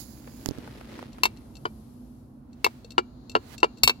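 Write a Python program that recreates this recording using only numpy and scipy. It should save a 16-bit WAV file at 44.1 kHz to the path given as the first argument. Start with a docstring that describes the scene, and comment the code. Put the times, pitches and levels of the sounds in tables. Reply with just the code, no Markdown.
"""Short, dry clacks, bounces and ticks: a hydraulic foot pump worked by hand on a mat outdoors.
Its steel valve snaps and rings and its pedal thuds, both sounding through the body and housing.
Air hisses faintly at the pump over a low distant rumble. At first a hand slides over the camera
and bumps its right microphone port, while clothes rustle in grainy swishes."""
import sys
import numpy as np
from scipy import signal
from scipy.fft import rfft, irfft, next_fast_len
from scipy.io import wavfile
from scipy.ndimage import map_coordinates

SR = 44100
rng = np.random.default_rng(int(sys.argv[2]) if len(sys.argv) > 2 else 0)


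def int16_out(signal):
    """Quantize to a 16-bit WAV file."""
    q = np.round(np.clip(np.atleast_2d(signal).T, -1, 1) * 32767)
    wavfile.write(sys.argv[1], SR, q.astype(np.int16))


N = 176400
BLOW_T = np.arange(SR // 4) / SR  # time axis of one blow, in seconds


def clacks():
    """The valve snaps brightly and rebounds; the pedal lands with a thud and bounces."""
    # Each row: start in seconds, thud, knock, ring and treble gains in dB, ring length factor.
    valve_snaps = [(1.234, -32, -21.5, -17, -27, 0.9), (1.2541, -29, -20, -21.5, -32.5, 0.85),
                   (2.6443, -24, -22.5, -17, -30, 1.1), (2.6638, -32, -21.5, -29.5, -43.5, 0.69),
                   (3.834, -38.5, -25, -14, -20, 1.58), (3.8758, -33.5, -21.5, -13.5, -25, 0.8),
                   (3.8951, -34, -20, -18.5, -34.5, 1.1)]
    # Each row: start in seconds, thud, knock, ring and treble gains in dB, pitch ratio.
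    pedal_landings = [(1.6533, -26.5, -23, -29.5, -49, 1.08), (2.9805, -20, -18, -20.5, -39, 1.015),
                      (2.9885, -25, -26.5, -41, -49.5, 1.04), (3.352, -20.5, -17, -22.5, -43.5, .99),
                      (3.3615, -20, -23.5, -33.5, -50.5, 1.03), (3.6304, -18, -14, -20, -39, .99),
                      (3.6424, -23, -22.5, -28, -44, 1)]
    # Modes of the pedal and the base. Each row: frequency in Hz, relative energy in dB, T60 in seconds.
    pedal_modes = [(1327, -3, 0.044), (1636, -15, 0.045), (2784, -8, 0.048), (2815, -6.5, 0.038),
                   (4430, -4, 0.054)]
    base_modes = [(61, 0, .12), (124, -1, .06)]
    out = np.zeros((2, N))
    for s, *bands_db, length in valve_snaps:
        valve = steel_ring(length) + housing_swing(hz=900, db=1, width=.8)
        add(out, s, blow(s, valve, *bands_db))
    for s, *bands_db, pitch in pedal_landings:
        pedal = ring(pedal_modes, pitch=pitch) + housing_swing(hz=1000, db=1.5, width=.5)
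        add(out, s, blow(s, pedal, *bands_db))
    add(out, 3.842, amp(-32) * ring(base_modes))  # the base rocks under the hardest blow
    add(out, 2.846, ring([(469, -47, .061)]))  # one soft hollow tap on the pedal
    return out


def steel_ring(length, sparkle_t60_s=.042):
    """The steel valve rings with a sparkle of high partials; length scales the decay times."""
    # Each row: frequency in Hz, relative energy in dB, unscaled T60 in seconds.
    valve_modes = [(2223, -9, 0.048), (2686, -2.5, 0.052), (3770, -10, 0.045), (4146, -8, .025),
                   (4367, -3.5, 0.034), (5090, -12.5, 0.036)]
    # Each row: frequency in Hz, relative energy in dB.
    sparkle = [(5820, -10), (7350, -8), (8020, -12), (10000, -11), (10550, -12), (11930, -4), (12820, -10),
               (13200, -10), (14005, 0), (14750, -9), (15600, -17)]
    return ring(valve_modes + [(hz, db, sparkle_t60_s) for hz, db in sparkle], length)


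def housing_swing(hz, db, width):
    """The first heavy swing of the housing: a sine under a bell curve, its width in cycles."""
    cycles = hz * BLOW_T
    return amp(db) * np.sin(2 * np.pi * cycles) * np.exp(-((cycles - 2 * width) / width) ** 2)


def blow(s, part, thud_db, knock_db, ring_db, treble_db):
    """A struck part sounds with the body and housing, coloured by the hardness of the contact."""
    # Each row: frequency in Hz, relative energy in dB, T60 in seconds.
    body_modes = [(363, -7, 0.073), (438, -3, 0.043), (950, -8, .02), (1021, -9.5, .03), (2334, -22.5, .11)]
    # Dense short modes of the housing. Each row: frequency in Hz, gain in dB.
    housing_colour = [(100, -19), (300, 8), (600, 10.5), (950, 13.5), (1400, 6), (1900, 1), (3400, 3),
                      (4400, 11.5), (6500, 6), (7400, 12), (8700, -3), (10500, 2), (14800, -8.5),
                      (16200, -18.5)]
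    # Each row: frequency in Hz, left-right correlation.
    likeness = [(400, 0.86), (1200, 0.9), (4400, 0.67), (8000, .15)]
    decay = struck(fade(t60=.0088) + amp(2.5) * fade(t60=.048))  # a crack, then a rattle
    housing = coloured(noise_pair(likeness, size=len(BLOW_T)) * decay, housing_colour)
    contact = [(110, thud_db - 17),  # the lows below the thud fall away
               (400, thud_db), (1100, knock_db), (2700, ring_db), (6200, treble_db),
               (13000, treble_db + .55 * (treble_db - ring_db))]  # harder contact, more top end
    return at_ports(coloured(part + ring(body_modes) + housing, contact), s)


def at_ports(x, s):
    """A blow at time s reaches the left port first and is louder there, except in the lows."""
    # Each row: frequency in Hz, left minus right in dB.
    balance = [(400, -2.5), (1000, 6), (2700, .5), (4400, 3.5), (9000, 6.5)]
    # Each row: frequency in Hz, lead of the left port in radians before the turn scales it.
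    phase = [(60, 0), (400, 1), (1000, 2.2), (2700, 5.1), (4400, 6.5), (12000, 14)]
    # The camera turns. Each row: time in seconds, factor on the lead in the lows and mids.
    turn = [(1.3, .9), (3.0, 1.2), (3.62, 1.05), (3.83, .55)]
    share = np.interp(s, *np.transpose(turn))

    def response(hz):
        lead = along(phase, hz) * np.interp(hz, [3000, 4300], [share, 1])
        return pan(along(balance, hz)) * np.exp(-1j * lead * np.array([[0], [1]]))
    return filtered(x, response)


def ticks():
    """The pedal takes up its play in light, gritty ticks with a steely ring."""
    # Each row: start in seconds, level in dB before the colour filter.
    contacts = [(1.13, -56), (1.372, -58), (1.554, -51), (1.568, -52), (2.530, -63), (2.846, -52.5),
                (2.906, -46.5), (2.919, -49.5), (3.296, -44), (3.316, -50.5), (3.58, -43.5), (3.602, -50.5),
                (3.773, -58), (3.783, -57)]
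    # Each row: frequency in Hz, gain in dB.
    colour = [(500, 0), (2200, -16), (2700, -4), (4400, 0), (7500, -3.5), (9000, -11.5), (15500, -28.5)]
    out = np.zeros((2, N))
    for s, db in contacts:
        grit = struck(fade(t60=.028)) * rng.standard_normal((2, len(BLOW_T)))
        add(out, s, amp(db) * (steel_ring(length=1.15) + amp(3) * grit))
    return pan(db=8) * coloured(out, colour)


def yard_echoes(x, db=-37, t60_s=.4):
    """The open yard scatters a weak, short tail of echoes."""
    t = np.arange(SR // 2) / SR
    tail = rng.standard_normal((2, len(t))) * amp(-60 * t / t60_s)
    return amp(db) * signal.fftconvolve(x, tail / np.linalg.norm(tail[0]), axes=1)[:, :N]


def air():
    """Air escapes as a thin high leak and a lower hiss at the valve."""
    # Each row: time in seconds, level in dB.
    leak_level = [(0, -72), (.7, -64), (1.1, -70), (1.35, -68), (1.7, -64.5), (2.2, -70), (2.5, -83),
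                  (4, -75)]
    valve_level = [(0, -85), (1.5, -75.5), (1.9, -77.5), (2.4, -89), (2.75, -69), (3.15, -66),
                   (3.45, -59.5), (4, -62)]
    # Each row: frequency in Hz, relative level in dB.
    leak_colour = [(2000, -13.5), (4500, -9), (8500, -13.5), (11000, -5.5), (13000, -11.5), (16000, -23.5)]
    valve_colour = [(1000, 7.5), (2600, -9), (3400, -4.5), (4200, 7.5), (5600, -9.5), (7000, -4),
                    (9000, -38), (16000, -16)]
    flutter = amp(.46 * wobble(rate=14))
    leak = level(leak_level) * hiss(leak_colour)
    valve = level(valve_level) * hiss(valve_colour)
    return pan(db=4.5) * flutter * (leak + valve)


def handling():
    """A hand slides over the camera and bumps its right port, making the case thump."""
    # Each row: start in seconds, thump gain in dB, snap gain in dB.
    bumps = [(0.4598, -28.5, -28), (0.4881, -31.5, -36), (0.5099, -31.5, -50), (0.585, -41.5, -49.5)]
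    # Each row: frequency in Hz, relative energy in dB, T60 in seconds.
    case_modes = [(144, -5, 0.051), (286, 2, 0.032), (400, -6.5, 0.032)]
    # Each row: frequency in Hz, relative level in dB.
    snap_colour = [(200, 15.5), (1500, -1), (3000, 3.5), (7200, 2.5), (8800, -16), (10500, -3.5),
                   (16000, -13)]
    slide_colour = [(1000, -6), (3000, -10), (4900, 5.5), (5700, -2.5), (6900, 6), (8700, -11.5),
                    (10800, 5), (14000, -3.5), (15600, 3)]
    # Each row: time in seconds, level in dB.
    slide_level = [(0, -35.5), (.05, -48.5), (.25, -56.5), (.43, -53), (.48, -49.5), (.54, -77), (.7, -97)]
    knocks = np.zeros((2, N))
    for s, thump_db, snap_db in bumps:
        burst = struck(fade(t60=.0033)) * rng.standard_normal((2, len(BLOW_T)))
        add(knocks, s, amp(thump_db) * ring(case_modes) + amp(snap_db) * coloured(burst, snap_colour))
    slide = level(slide_level) * amp(wobble(rate=37)) * hiss(slide_colour)
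    return pan(db=-35) * knocks + pan(db=-15.5) * slide


def clothes(grains_per_s=450, grain_db=-2):
    """Cloth rubs: a swish with small irregular grains."""
    # Each row: time in seconds, level in dB.
    cloth_level = [(0, -66.5), (.27, -56), (.38, -57.5), (.52, -49), (.74, -50.5), (1.02, -46.5),
                   (1.12, -56), (1.3, -56), (1.5, -65), (1.8, -103)]
    # Each row: frequency in Hz, relative level in dB.
    colour = [(100, -8), (330, 8), (700, -4), (2000, -7), (4500, -12.5), (8000, -24), (16000, -28.5)]
    onsets = rng.random(N) < grains_per_s / SR
    grains = onsets * amp(3.2 * np.minimum(rng.exponential(size=N), 3))
    grain_envelope = signal.fftconvolve(grains, fade(t60=.0058))[:N]
    rub = noise_pair([(300, .65), (1500, .3), (5000, .1)], size=N)
    crackle = unit(coloured(rub * grain_envelope, colour))
    rustle = unit(unit(coloured(rub, colour)) + amp(grain_db) * crackle)
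    return level(cloth_level) * amp(1.2 * wobble(rate=22)) * rustle


def scrapes():
    """Short gritty scuffs among the rustling."""
    # Each row: start in seconds, level in dB before the colour filter.
    scuffs = [(.274, -39.5), (.675, -36), (.810, -37), (0.991, -33.5), (1.026, -36.5), (1.183, -36)]
    # Each row: frequency in Hz, gain in dB.
    colour = [(150, -24.5), (450, 9.5), (1200, 3.5), (2600, -6.5), (5000, -20), (12000, -25.5)]
    out = np.zeros((2, N))
    for s, db in scuffs:
        grit = rng.standard_normal((2, len(BLOW_T))) ** 3  # cubing makes the noise spiky
        add(out, s, amp(db) * struck(fade(t60=.022)) * unit(grit))
    return coloured(out, colour)


def swishes():
    """A sleeve brushes softly, then a finger on the camera; each swells and falls away."""
    # Each row: peak time in seconds, level in dB, rise and fall in seconds per 20 dB, pan in dB.
    brushes = [(2.701, -58, 0.23, 0.35, -2.5), (3.547, -45, .15, 0.017, -16)]
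    # Each row: frequency in Hz, relative level in dB.
    colour = [(400, 3), (1800, 0.5), (4300, -3.5), (9000, -10)]
    t = np.arange(N) / SR
    swells = sum(pan(side_db) * amp(db - 20 * np.maximum((s - t) / rise, (t - s) / fall))
                 for s, db, rise, fall, side_db in brushes)
    return hiss(colour) * swells


def rumble(waver_hz=8):
    """Low distant rumble with a wavering hum in it."""
    # Each row: frequency in Hz, relative level in dB.
    colour = [(30, -22), (56, 5.5), (80, -2), (130, 0.5), (170, -8), (235, 1.5), (310, -5), (420, -15.5),
              (750, -18.5), (1300, -27.5), (2200, -45), (5000, -64), (16000, -54)]
    hum_tones = [(136, -58.5), (220, -56), (245, -53.5)]
    # Each row: time in seconds, level in dB.
    bed_level = [(0, -46.5), (.45, -46), (1, -47.5), (1.6, -46.5), (2.3, -50), (3.1, -48.5), (4, -47)]
    t = np.arange(N) / SR
    noise = noise_pair([(60, .9), (290, .92), (640, .15), (1500, .085)], size=N)
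    bed = level(bed_level) * unit(coloured(noise, colour))
    hum = np.zeros(N)
    for hz, db in hum_tones:
        phase = 2 * np.pi * hz * t
        hum += amp(db) * (wobble(waver_hz) * np.sin(phase) + wobble(waver_hz) * np.cos(phase))
    return pan(db=-1.5) * (bed + hum)


def ring(modes, length=1, pitch=1, scatter_db=2, detune=.006):
    """Damped sines from (Hz, dB, T60) modes, varied at each blow; length scales T60, pitch frequency."""
    chance = rng.standard_normal((len(modes), 2))
    out = np.zeros(len(BLOW_T))
    for (hz, db, t60), (level_draw, pitch_draw) in zip(modes, chance):
        gain = np.sqrt(2) * amp(db + scatter_db * level_draw)
        tuned_hz = hz * pitch * (1 + detune * pitch_draw * min(1, 1000 / hz))
        out += gain * struck(fade(t60 * length)) * np.sin(2 * np.pi * tuned_hz * BLOW_T)
    return out


def struck(decay, attack_s=.0002):
    """A decay with a quick attack and the energy of 10 ms at level 1."""
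    envelope = decay * (1 - np.exp(-BLOW_T / attack_s))
    return envelope / np.sqrt(np.sum(envelope ** 2) / (SR / 100))


def fade(t60):
    """Exponential decay, 60 dB down after t60 seconds."""
    return np.exp(-np.log(1000) * BLOW_T / max(t60, 1e-4))


def noise_pair(likeness, size):
    """Stereo white noise whose left-right correlation follows (Hz, correlation) points."""
    def mid_side_gains(hz):
        angle = np.arccos(np.clip(along(likeness, hz), -1, 1)) / 2
        return np.array([np.cos(angle), np.sin(angle)])
    mid, side = filtered(rng.standard_normal((2, size)), mid_side_gains)
    return np.array([mid + side, mid - side])


def hiss(colour):
    """Coloured noise of rms 1, unrelated at the two ports."""
    return unit(coloured(rng.standard_normal((2, N)), colour))


def coloured(x, points):
    """Minimum-phase filter through (Hz, dB) points."""
    def response(hz):
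        cepstrum = irfft(np.log(amp(along(points, hz))))
        half = len(cepstrum) // 2
        cepstrum[1:half] *= 2
        cepstrum[half + 1:] = 0
        return np.exp(rfft(cepstrum))
    return filtered(x, response)


def filtered(x, response):
    """Multiply the spectrum of x by response(hz)."""
    n = x.shape[-1]
    padded = 2 * next_fast_len(n)
    return irfft(rfft(x, padded) * response(np.fft.rfftfreq(padded, 1 / SR)), padded)[..., :n]


def along(points, hz):
    """Read (Hz, value) points on a log axis."""
    knots_hz, values = np.transpose(points)
    return np.interp(np.log(hz + 1), np.log(knots_hz + 1), values)


def level(points):
    """Gain per sample from (s, dB) points."""
    return amp(np.interp(np.arange(N) / SR, *np.transpose(points)))


def wobble(rate):
    """A smooth random curve, rate knots a second."""
    return map_coordinates(rng.standard_normal(N // 100), [np.arange(N) * rate / SR], mode="wrap")


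def pan(db):
    """Stereo gains of mean power 1; db is left minus right."""
    gains = amp(np.array([np.atleast_1d(db), -np.atleast_1d(db)]) / 2)
    return gains / np.sqrt(np.mean(gains ** 2, axis=0))


def amp(db):
    """Decibels to gain."""
    return 10 ** (np.asarray(db) / 20)


def unit(x):
    """Scale to rms 1."""
    return x / np.sqrt(np.mean(x ** 2) + 1e-20)


def add(track, s, sound):
    """Mix a sound into the track at time s."""
    part = track[:, round(s * SR):][:, :sound.shape[-1]]
    part += sound[..., :part.shape[-1]]


def scene():
    """The pump in its yard, with close handling noises and the distant rumble."""
    pump = clacks() + ticks()
    return pump + yard_echoes(pump) + air() + handling() + swishes() + clothes() + scrapes() + rumble()


def record(dry):
    """Hard limiting at full scale, then a steep cut of the highest treble."""
    top_hz = 15900
    return filtered(np.clip(dry, -1, 1), lambda hz: 1 / np.sqrt(1 + (hz / top_hz) ** 160))


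dry = scene()
out = record(dry)
int16_out(out)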